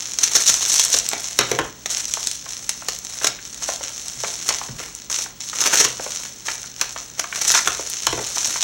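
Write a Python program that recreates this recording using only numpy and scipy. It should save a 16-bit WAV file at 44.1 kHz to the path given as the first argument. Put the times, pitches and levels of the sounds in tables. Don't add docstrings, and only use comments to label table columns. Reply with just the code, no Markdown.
import sys
import numpy as np
from scipy import signal
from scipy.io import wavfile
from scipy.ndimage import uniform_filter1d

SR = 44100
rng = np.random.default_rng(int(sys.argv[2]) if len(sys.argv) > 2 else 0)


def store_pcm(level_fs):
    pcm = np.round(np.clip(level_fs, -1, 1) * 32767).astype(np.int16)
    wavfile.write(sys.argv[1], SR, np.atleast_2d(pcm).T)


N = 380583

# time in seconds, level of the quiet crackle in dB.
GRIP_LEVELS = [(0.0, -29), (0.24, -36), (0.38, -22), (0.67, -21.5), (1.87, -40), (2.09, -32), (2.5, -38.5),
               (3.15, -31), (3.32, -38), (4.37, -30.5), (4.95, -40.5), (5.45, -42), (5.7, -34), (6.25, -37),
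               (7.28, -36), (7.52, -26.5), (8.05, -30), (8.63, -24.5)]
# start in seconds, length in seconds, crackle level in dB, whole-sheet level in dB.
PAPER_STROKES = [(0.202, 0.081, -22.5, -31), (0.328, 0.13, -21.5, -36), (.67, 0.054, -17.5, -36),
                 (0.727, 0.11, -18, -49), (0.902, 0.058, -19, -43), (1.478, 0.062, -33, -29.5),
                 (1.89, 0.11, -24.5, -35.5), (2.068, 0.3, -29.5, -59), (2.468, 0.089, -32, -41.5),
                 (3.024, 0.18, -41, -57), (3.21, 0.036, -22.5, -29), (3.601, 0.12, -27.5, -36),
                 (3.807, 0.12, -38, -41), (4.19, 0.11, -30.5, -57), (4.449, 0.11, -25.5, -34.5),
                 (4.768, 0.062, -31.5, -30.5), (5.101, 0.12, -25, -35), (5.395, 0.32, -33, -47),
                 (5.535, 0.091, -26.5, -31), (5.598, .09, -22, -24), (5.713, 0.11, -17, -22.5),
                 (6.004, 0.24, -30.5, -40), (6.446, 0.1, -27, -35.5), (6.79, 0.051, -39, -31),
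                 (7.166, .04, -36, -35.5), (7.333, 0.14, -28, -35.5), (7.456, 0.11, -19, -35),
                 (7.65, 0.09, -29, -33), (7.908, 0.038, -34, -37), (8.34, 0.17, -24.5, -34)]
# middle in seconds, length in seconds.
HAND_RESTS = [(1.75, 0.17), (2.4, 0.061), (3.014, 0.12), (3.376, 0.11), (5.084, 0.054), (5.345, .1),
              (6.4, 0.062), (6.73, 0.041), (7.12, .1)]
# start in seconds, length in seconds, crackle level in dB, whole-sheet level in dB.
FIBRE_RIPS = [(.232, .012, -9.5, -30.5), (.350, 0.021, -12, -18), (0.46, .013, -16, -41),
              (.475, .014, -10, -34), (.491, 0.012, -10.5, -17.5), (0.793, 0.013, -15.5, -33),
              (.928, 0.0075, -14.5, -40), (0.939, 0.011, -12.5, -30), (3.268, 0.0075, -12.5, -34),
              (5.099, 0.0075, -25, -30.5), (5.604, 0.022, -21.5, -32), (5.657, 0.013, -17.5, -16.5),
              (5.731, .016, -19, -14.5), (5.774, .007, -18, -35), (5.797, 0.02, -12, -20),
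              (5.84, 0.016, -16.5, -22), (7.193, 0.0075, -18.5, -18), (7.412, .014, -19.5, -25.5),
              (7.501, .007, -21, -30), (7.536, 0.061, -20, -30)]
# time mark in seconds, level in dB, crease size from 0 to 1.
CREASE_SNAPS = [(.1351, -12.5, 0.4), (.1865, -3.5, 0.63), (.2136, -10, .55), (.3342, -8.5, 0.4),
                (.5403, 1, 0.4), (.6695, -12, .6), (.6978, -5, .55), (.7404, -3.5, 0.3), (.756, -5, 0.35),
                (.7956, 3, 0.43), (.902, -12.5, .02), (.9655, -7, .7), (.9864, -5, 0.08), (1.0883, -7, 0),
                (1.2053, -18, 0.16), (1.8585, -10.5, 0.95), (1.9804, -17, 0), (2.0536, -11.5, 0.27),
                (2.1375, -2.5, 0.38), (2.2712, -2.5, 0.3), (2.3132, -10.5, 0.22), (2.692, -2.5, 0.38),
                (2.8846, -6.5, 0.83), (2.949, -19, 0.2), (2.9877, -17, 0.23), (3.0482, -15, 0.3),
                (3.244, -2, 0.85), (3.2694, -2.5, 0.81), (3.5441, -17.5, 0.4), (3.7351, -13, .45),
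                (3.8365, -11, 0.65), (4.082, -12.5, 0.25), (4.489, -1, 0.9), (4.95, -17.5, 0.07),
                (5.1868, -9.5, 0.66), (5.2392, -18, 0.14), (5.405, -15, 0.6), (5.4974, -14.5, 0.4),
                (5.6726, -2.5, 0.83), (6.2507, -19, .95), (6.8123, -0.5, 0.72), (7.3582, -15, 0.8),
                (7.4493, -9.5, 0.86), (7.4734, -9, 0.4), (7.5018, -6, .5), (7.5178, 2.5, 0.2),
                (7.5482, -3, 0.6), (7.6588, -11, 0.9), (7.8993, -14, 0), (8.0356, -20, 0.4),
                (8.271, -13, 0.4), (8.506, -11, 0.84), (8.6254, -5.5, .75)]
# time mark in seconds, level in dB, centre pitch in Hz.
WALL_POPS = [(.942, -14, 380), (1.113, -20.5, 1210), (1.13, -15, 485), (2.169, -17, 845), (2.459, -23, 915),
             (2.821, -22, 1040), (3.211, -20.5, 870), (3.242, -11.5, 720), (3.387, -23.5, 1850),
             (3.621, -21.5, 684), (3.686, -11.5, 646), (3.807, -21.5, 570), (4.235, -15.5, 676),
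             (4.244, -15.5, 1750), (4.488, -12, 1720), (4.504, -11.5, 860), (4.612, -16, 680),
             (5.097, -21.5, 1030), (5.259, -23.5, 850), (5.529, -18.5, 1175), (5.806, -13.5, 690),
             (5.994, -19, 540), (6.061, -19.5, 520), (6.481, -10.5, 1550), (6.639, -26.5, 1110),
             (6.81, -13, 1410), (6.96, -18, 930), (7.239, -16.5, 1150), (7.324, -14, 1610),
             (7.5, -11, 1340), (7.538, -10.5, 1180), (7.549, -6, 1390), (7.573, -8, 1860),
             (7.589, -12.5, 1500), (7.672, -2, 1230), (7.792, -16, 500), (8.070, -9, 1000),
             (8.37, -16.5, 940), (8.556, -17, 990)]
PATCH_PITCHES = [610, 850, 1150, 1500, 1950, 2600]
# pitch in Hz, width in Hz, level in dB.
POUCH_MODES = [(483, 50, -11), (683.6, 10.3, 2), (917, 41, -10.5)]
# start in seconds, wood level in dB, handle clack level in dB, steel tick level in dB.
DESK_KNOCKS = [(.940, -27.5, -31, -44), (1.133, -35, -25, -22.5), (1.389, -15.5, -17.5, -8),
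               (1.411, -30, -24, -25), (1.515, -14, -17, -20), (1.588, -24, -10.5, -22),
               (1.595, -17.5, -18, -33), (4.687, -33.5, -34, -44), (4.80, -35, -34, -42),
               (5.849, -24.5, -23, -18), (7.675, -26, -21, -15.5), (8.068, -29, -18, -12),
               (8.127, -17, -23.5, -29), (8.177, -26, -27, -34), (8.192, -26, -26, -38)]
# start in seconds, level in dB.
HAND_THUMPS = [(.5, -39.5), (.932, -39), (3.276, -42), (4.154, -38), (4.488, -40), (4.687, -30),
               (5.841, -40), (7.666, -38), (8.09, -32), (8.471, -40.5)]
# pitch in Hz, level in dB, time to fade by 60 dB in seconds.
DESK_MODES = [(246, -9.5, 0.072), (344, -4, 0.076), (429, 1, 0.051), (515, -2.5, 0.06), (564, -7, 0.046),
              (696, -5.5, 0.074), (798, -12, 0.07), (924, -6, 0.029), (1182, -10.5, 0.042)]
# pitch in Hz, level in dB, time to fade by 60 dB in seconds.
DESK_LOW_MODES = [(53.3, -9, 0.12), (62.6, -6, 0.079), (96, -13.5, 0.1), (124, -7, 0.36), (169, -15, 0.05),
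                  (217, -7.5, 0.085)]
# frequency in Hz, level in dB.
FIBRE_COLOUR = [(200, -50), (1000, -25), (2500, -18), (4200, -9), (5200, -5), (6100, 0.5), (7000, -5),
                (8300, -13.5), (10500, -24.5), (16000, -40)]
# frequency in Hz, level in dB.
SHEET_COLOUR = [(80, -17), (250, -7.5), (450, -3.5), (800, -4), (1300, -1), (2100, -1), (3200, -3),
                (5000, -7.5), (12000, -18.5)]
# frequency in Hz, level in dB.
FIZZ_COLOUR = [(1000, -39), (5500, -18.5), (7600, 2), (10500, -9.5), (13000, -13), (16000, -24.5)]
# frequency in Hz, level in dB.
CLACK_COLOUR = [(40, -60), (150, -19), (400, -13.5), (900, 2), (1500, 2), (2500, -7.5), (4000, -17.5),
                (9000, -45)]
# frequency in Hz, level in dB.
STEEL_COLOUR = [(50, -45), (300, -22), (1200, -9), (2400, -3), (4200, -4), (6100, 0), (8000, -11),
                (15000, -24)]
# frequency in Hz, time to fade by 60 dB in seconds.
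ROOM_FADE = [(100, 0.42), (500, 0.35), (1500, 0.32), (4000, 0.35), (8000, 0.18), (15000, 0.14)]
# frequency in Hz, level in dB.
AIR_COLOUR = [(20, -11), (45, 4.5), (60, 6), (85, -5.5), (125, -4.5), (170, 1.5), (300, -2), (600, -9.5),
              (1500, -13), (4000, -13), (6100, -11), (9000, -73), (16000, -40)]
# pitch in Hz, level in dB.
HUM_TONES = [(57.3, -64), (121.8, -57)]

GRIP_CRACKLE_DB, GRIP_SHEET_DB = -1, -12
REST_DB = -6
ATTACK_S, SAG_DB, RELEASE_DB_PER_S = 0.018, 3.0, 206
SHEET_PER_SIZE_DB, FIZZ_PER_SIZE_DB = 30.0, -31
WHINE_HZ, EDGE_HZ = 15734, 16100


def amp(db):
    return 10 ** (np.asarray(db) / 20)


def evened(x):
    return x / np.sqrt(np.mean(x ** 2) + 1e-20)


def peaked(x):
    return x / (abs(x).max() + 1e-12)


def read(points, hz):
    table_hz, value = np.transpose(points)
    return np.interp(np.log(hz + 1), np.log(table_hz + 1), value)


def add(mix, s, sound):
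    part = mix[round(s * SR):][:len(sound)]
    part += sound[:len(part)]


def colour(x, points, size=2048):
    gain = amp(read(points, abs(np.fft.fftfreq(size, 1 / SR))))
    spectrum = np.exp(np.conj(signal.hilbert(np.log(gain))))
    response = np.fft.ifft(spectrum).real[:size // 2]
    return signal.oaconvolve(x, response / np.linalg.norm(response))


def clicks(count, per_s, spread_db, cap=4.36):
    size = amp(spread_db * np.minimum(rng.exponential(1, count), cap))
    sign = rng.choice([-1, 1], count)
    happens = rng.random(count) < per_s / SR
    return evened(size * sign * happens)


def burst(decay_s, size=2048):
    x = rng.standard_normal(size) * np.exp(-np.arange(size) / SR / decay_s)
    return x / np.linalg.norm(x)


def ring(modes):
    t = np.arange(SR // 2) / SR
    tones = 0
    for hz, db, t60 in modes:
        tones = tones + amp(db - 60 * t / t60) * np.sin(2 * np.pi * (hz * t + rng.random()))
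    highest_hz = modes[-1][0]
    return peaked(tones * (1 - np.exp(-t * highest_hz)))


def flutter(size):
    return evened(signal.oaconvolve(rng.standard_normal(N), np.hanning(size), "same"))


def effort(grip_db, stroke_db):
    t = np.arange(N) / SR
    resting = sum(np.exp(-(2 * (t - s) / length) ** 2) for s, length in HAND_RESTS)
    grip = np.interp(t, *np.transpose(GRIP_LEVELS)) + grip_db + REST_DB * resting
    power = amp(grip) ** 2
    age = t[:SR]
    for (s, length, *_), db in zip(PAPER_STROKES, stroke_db):
        sag = SAG_DB * np.minimum(age / length, 1)
        release = RELEASE_DB_PER_S * np.maximum(age - length, 0)
        attack = np.minimum(age / ATTACK_S, 1)
        add(power, s, (attack * amp(db - sag - release)) ** 2)
    return 10 * np.log10(power)


def rustle(crackle_db=-2.5, sheet_db=-4.0, fizz_db=-12.5, fizz_growth=1.13):
    _, _, fibre_level, sheet_level = np.transpose(PAPER_STROKES)
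    work = effort(GRIP_CRACKLE_DB, fibre_level)
    flex = effort(GRIP_SHEET_DB, sheet_level)
    clumps = amp(2.23 * flutter(size=600) + 3.0 * flutter(size=130))
    small_creases = signal.oaconvolve(clicks(N, 110, 6.0, cap=2.7), burst(0.00023))
    ticks = evened(small_creases[:N])
    hiss = rng.standard_normal(N)
    grains = clumps * (0.75 * clicks(N, 2500, 2.65) + 0.65 * hiss) + 0.79 * ticks
    flexing = 0.59 * grains + 0.75 * clumps * clicks(N, 600, 2.9)
    crackle = colour(grains * amp(work + crackle_db), FIBRE_COLOUR)
    fizz_level = work.max() + fizz_growth * (work - work.max()) + fizz_db
    fizz = colour(clumps * clicks(N, 1200, 3.7) * amp(fizz_level), FIZZ_COLOUR)
    sheet = colour(flexing * amp(flex + sheet_db), SHEET_COLOUR)
    return (crackle + fizz + sheet)[:N]


def rips(crackle_db=2.0, sheet_db=-2.0, fizz_db=-16.5, spread_db=1.0):
    out = np.zeros(N)
    for s, length, fibre_level, sheet_level in FIBRE_RIPS:
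        count = max(int(length * SR), 100)
        run = signal.windows.tukey(count, 0.2) * clicks(count, 3500, spread_db, cap=3.2)
        add(out, s, amp(fibre_level + crackle_db) * colour(run, FIBRE_COLOUR))
        add(out, s, amp(sheet_level + sheet_db) * colour(run, SHEET_COLOUR))
        add(out, s, amp(fibre_level + fizz_db) * colour(run, FIZZ_COLOUR))
    return out


def snaps(crack_db=1.0, sheet_db=-32.0, fizz_db=3.5, settle=0.29, heavy_settle=1.0):
    out = np.zeros(N)
    for s, db, size in CREASE_SNAPS:
        start = s + 0.0006
        flip = burst(0.00087) + (settle + heavy_settle * size ** 2) * burst(0.0063)
        sheet_level = db + sheet_db + SHEET_PER_SIZE_DB * size
        fizz_level = db + fizz_db + FIZZ_PER_SIZE_DB * size
        add(out, start, amp(db + crack_db) * peaked(colour(flip, FIBRE_COLOUR)))
        add(out, start, amp(sheet_level) * peaked(colour(burst(0.005), SHEET_COLOUR)))
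        add(out, start, amp(fizz_level) * peaked(colour(burst(0.0005), FIZZ_COLOUR)))
    return out


def pops(level_db=-0.5, width=0.63):
    out = np.zeros(N)
    for s, pop_level, hz in WALL_POPS:
        push = colour(burst(0.0044), SHEET_COLOUR)
        patch = signal.lfilter(*signal.iirpeak(hz, 1 / width, SR), push)
        add(out, s + 0.00187, amp(pop_level + level_db) * peaked(patch))
    return out


def crinkles(level_db=-13.0, per_s=4.0, spread_db=1.5, width=0.37, decay_s=0.002):
    sheet_level = np.transpose(PAPER_STROKES)[3]
    flex = amp(effort(GRIP_SHEET_DB, sheet_level) + level_db)
    out = np.zeros(N)
    for hz in PATCH_PITCHES:
        patch = signal.lfilter(*signal.iirpeak(hz, 1 / width, SR), burst(decay_s))
        buckles = clicks(N, per_s, spread_db, cap=2.1)
        out += evened(signal.oaconvolve(buckles, patch)[:N])
    return flex * evened(out)


def pouch(x):
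    out = x.copy()
    for hz, width, db in POUCH_MODES:
        out += amp(db) * signal.lfilter(*signal.iirpeak(hz, hz / width, SR), x)
    return out


def knocks(wood_db=2.5, clack_db=22.0, tick_db=27.0, boom_db=-15.0):
    out = np.zeros(N)
    for s, wood, clack, tick in DESK_KNOCKS:
        add(out, s, amp(wood + wood_db) * ring(DESK_MODES))
        add(out, s, amp(wood + boom_db) * ring(DESK_LOW_MODES))
        add(out, s, amp(clack + clack_db) * colour(burst(0.0039), CLACK_COLOUR))
        add(out, s, amp(tick + tick_db) * colour(burst(0.0023), STEEL_COLOUR))
    return out


def thumps(level_db=0.5, settle_s=0.028, settle_db=-7.0):
    out = np.zeros(N)
    for s, thump_level in HAND_THUMPS:
        level = thump_level + level_db
        palm = signal.fftconvolve(burst(settle_s, size=SR // 4), ring(DESK_LOW_MODES))
        add(out, s, amp(level) * ring(DESK_LOW_MODES))
        add(out, s, amp(level + settle_db) * peaked(palm))
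    return out


def room(x, count=4):
    size, wet = SR // 2, np.zeros(N)
    turn = np.arange(N) // 600 % count
    for k in range(count):
        late_enough = np.arange(size) > 0.004 * SR
        happens = rng.random(size) < 4000 / SR
        taps = rng.choice([-1.0, 1.0], size) * happens * late_enough
        hz, t, bands = signal.stft(taps, SR, nperseg=256)
        fade = amp(-60 * t / read(ROOM_FADE, hz)[:, None])
        tail = signal.istft(bands * fade, SR, nperseg=256)[1]
        share = np.sqrt(abs(uniform_filter1d(1.0 * (turn == k), size=400)))
        wet += signal.fftconvolve(x * share, tail / np.linalg.norm(tail))[:N]
    return wet


def background(air_db=-48.0, whine_db=-52.5):
    t = np.arange(N) / SR
    hum = 0
    for hz, db in HUM_TONES:
        waver = np.interp(t, np.linspace(0, t[-1], 60), rng.standard_normal(60))
        hum = hum + amp(db) * np.sin(2 * np.pi * hz * t + 1.4 * waver)
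    whine = amp(whine_db) * np.sin(2 * np.pi * WHINE_HZ * t)
    air = amp(air_db) * colour(rng.standard_normal(N), AIR_COLOUR, size=8192)[:N]
    return air + np.sqrt(2) * (hum + whine)


def scene(paper_wet_db=-10.0, pop_wet_db=-8.0, desk_wet_db=-4.5, soak_hz=3400.0):
    paper = pouch(rustle() + rips() + snaps())
    hollow = pouch(pops() + crinkles())
    desk = knocks() + thumps()
    radiated = signal.sosfilt(signal.butter(1, soak_hz, fs=SR, output="sos"), desk)
    to_room = amp(paper_wet_db) * paper + amp(pop_wet_db) * hollow + amp(desk_wet_db) * radiated
    return (paper + hollow + desk + room(to_room) + background())[None]


def record(dry, notch_hz=4816.0, notch_q=10.4, bass_hz=36.0):
    x = dry / (1 + (dry / 0.72) ** 6) ** (1 / 6)
    x = signal.lfilter(*signal.iirnotch(notch_hz, notch_q, SR), x)
    x = signal.sosfilt(signal.butter(4, bass_hz, "highpass", fs=SR, output="sos"), x)
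    treble_limit = signal.firwin(511, EDGE_HZ, window=("kaiser", 9), fs=SR)
    return signal.oaconvolve(x, treble_limit[None], "same")


dry = scene()
out = record(dry)
store_pcm(out)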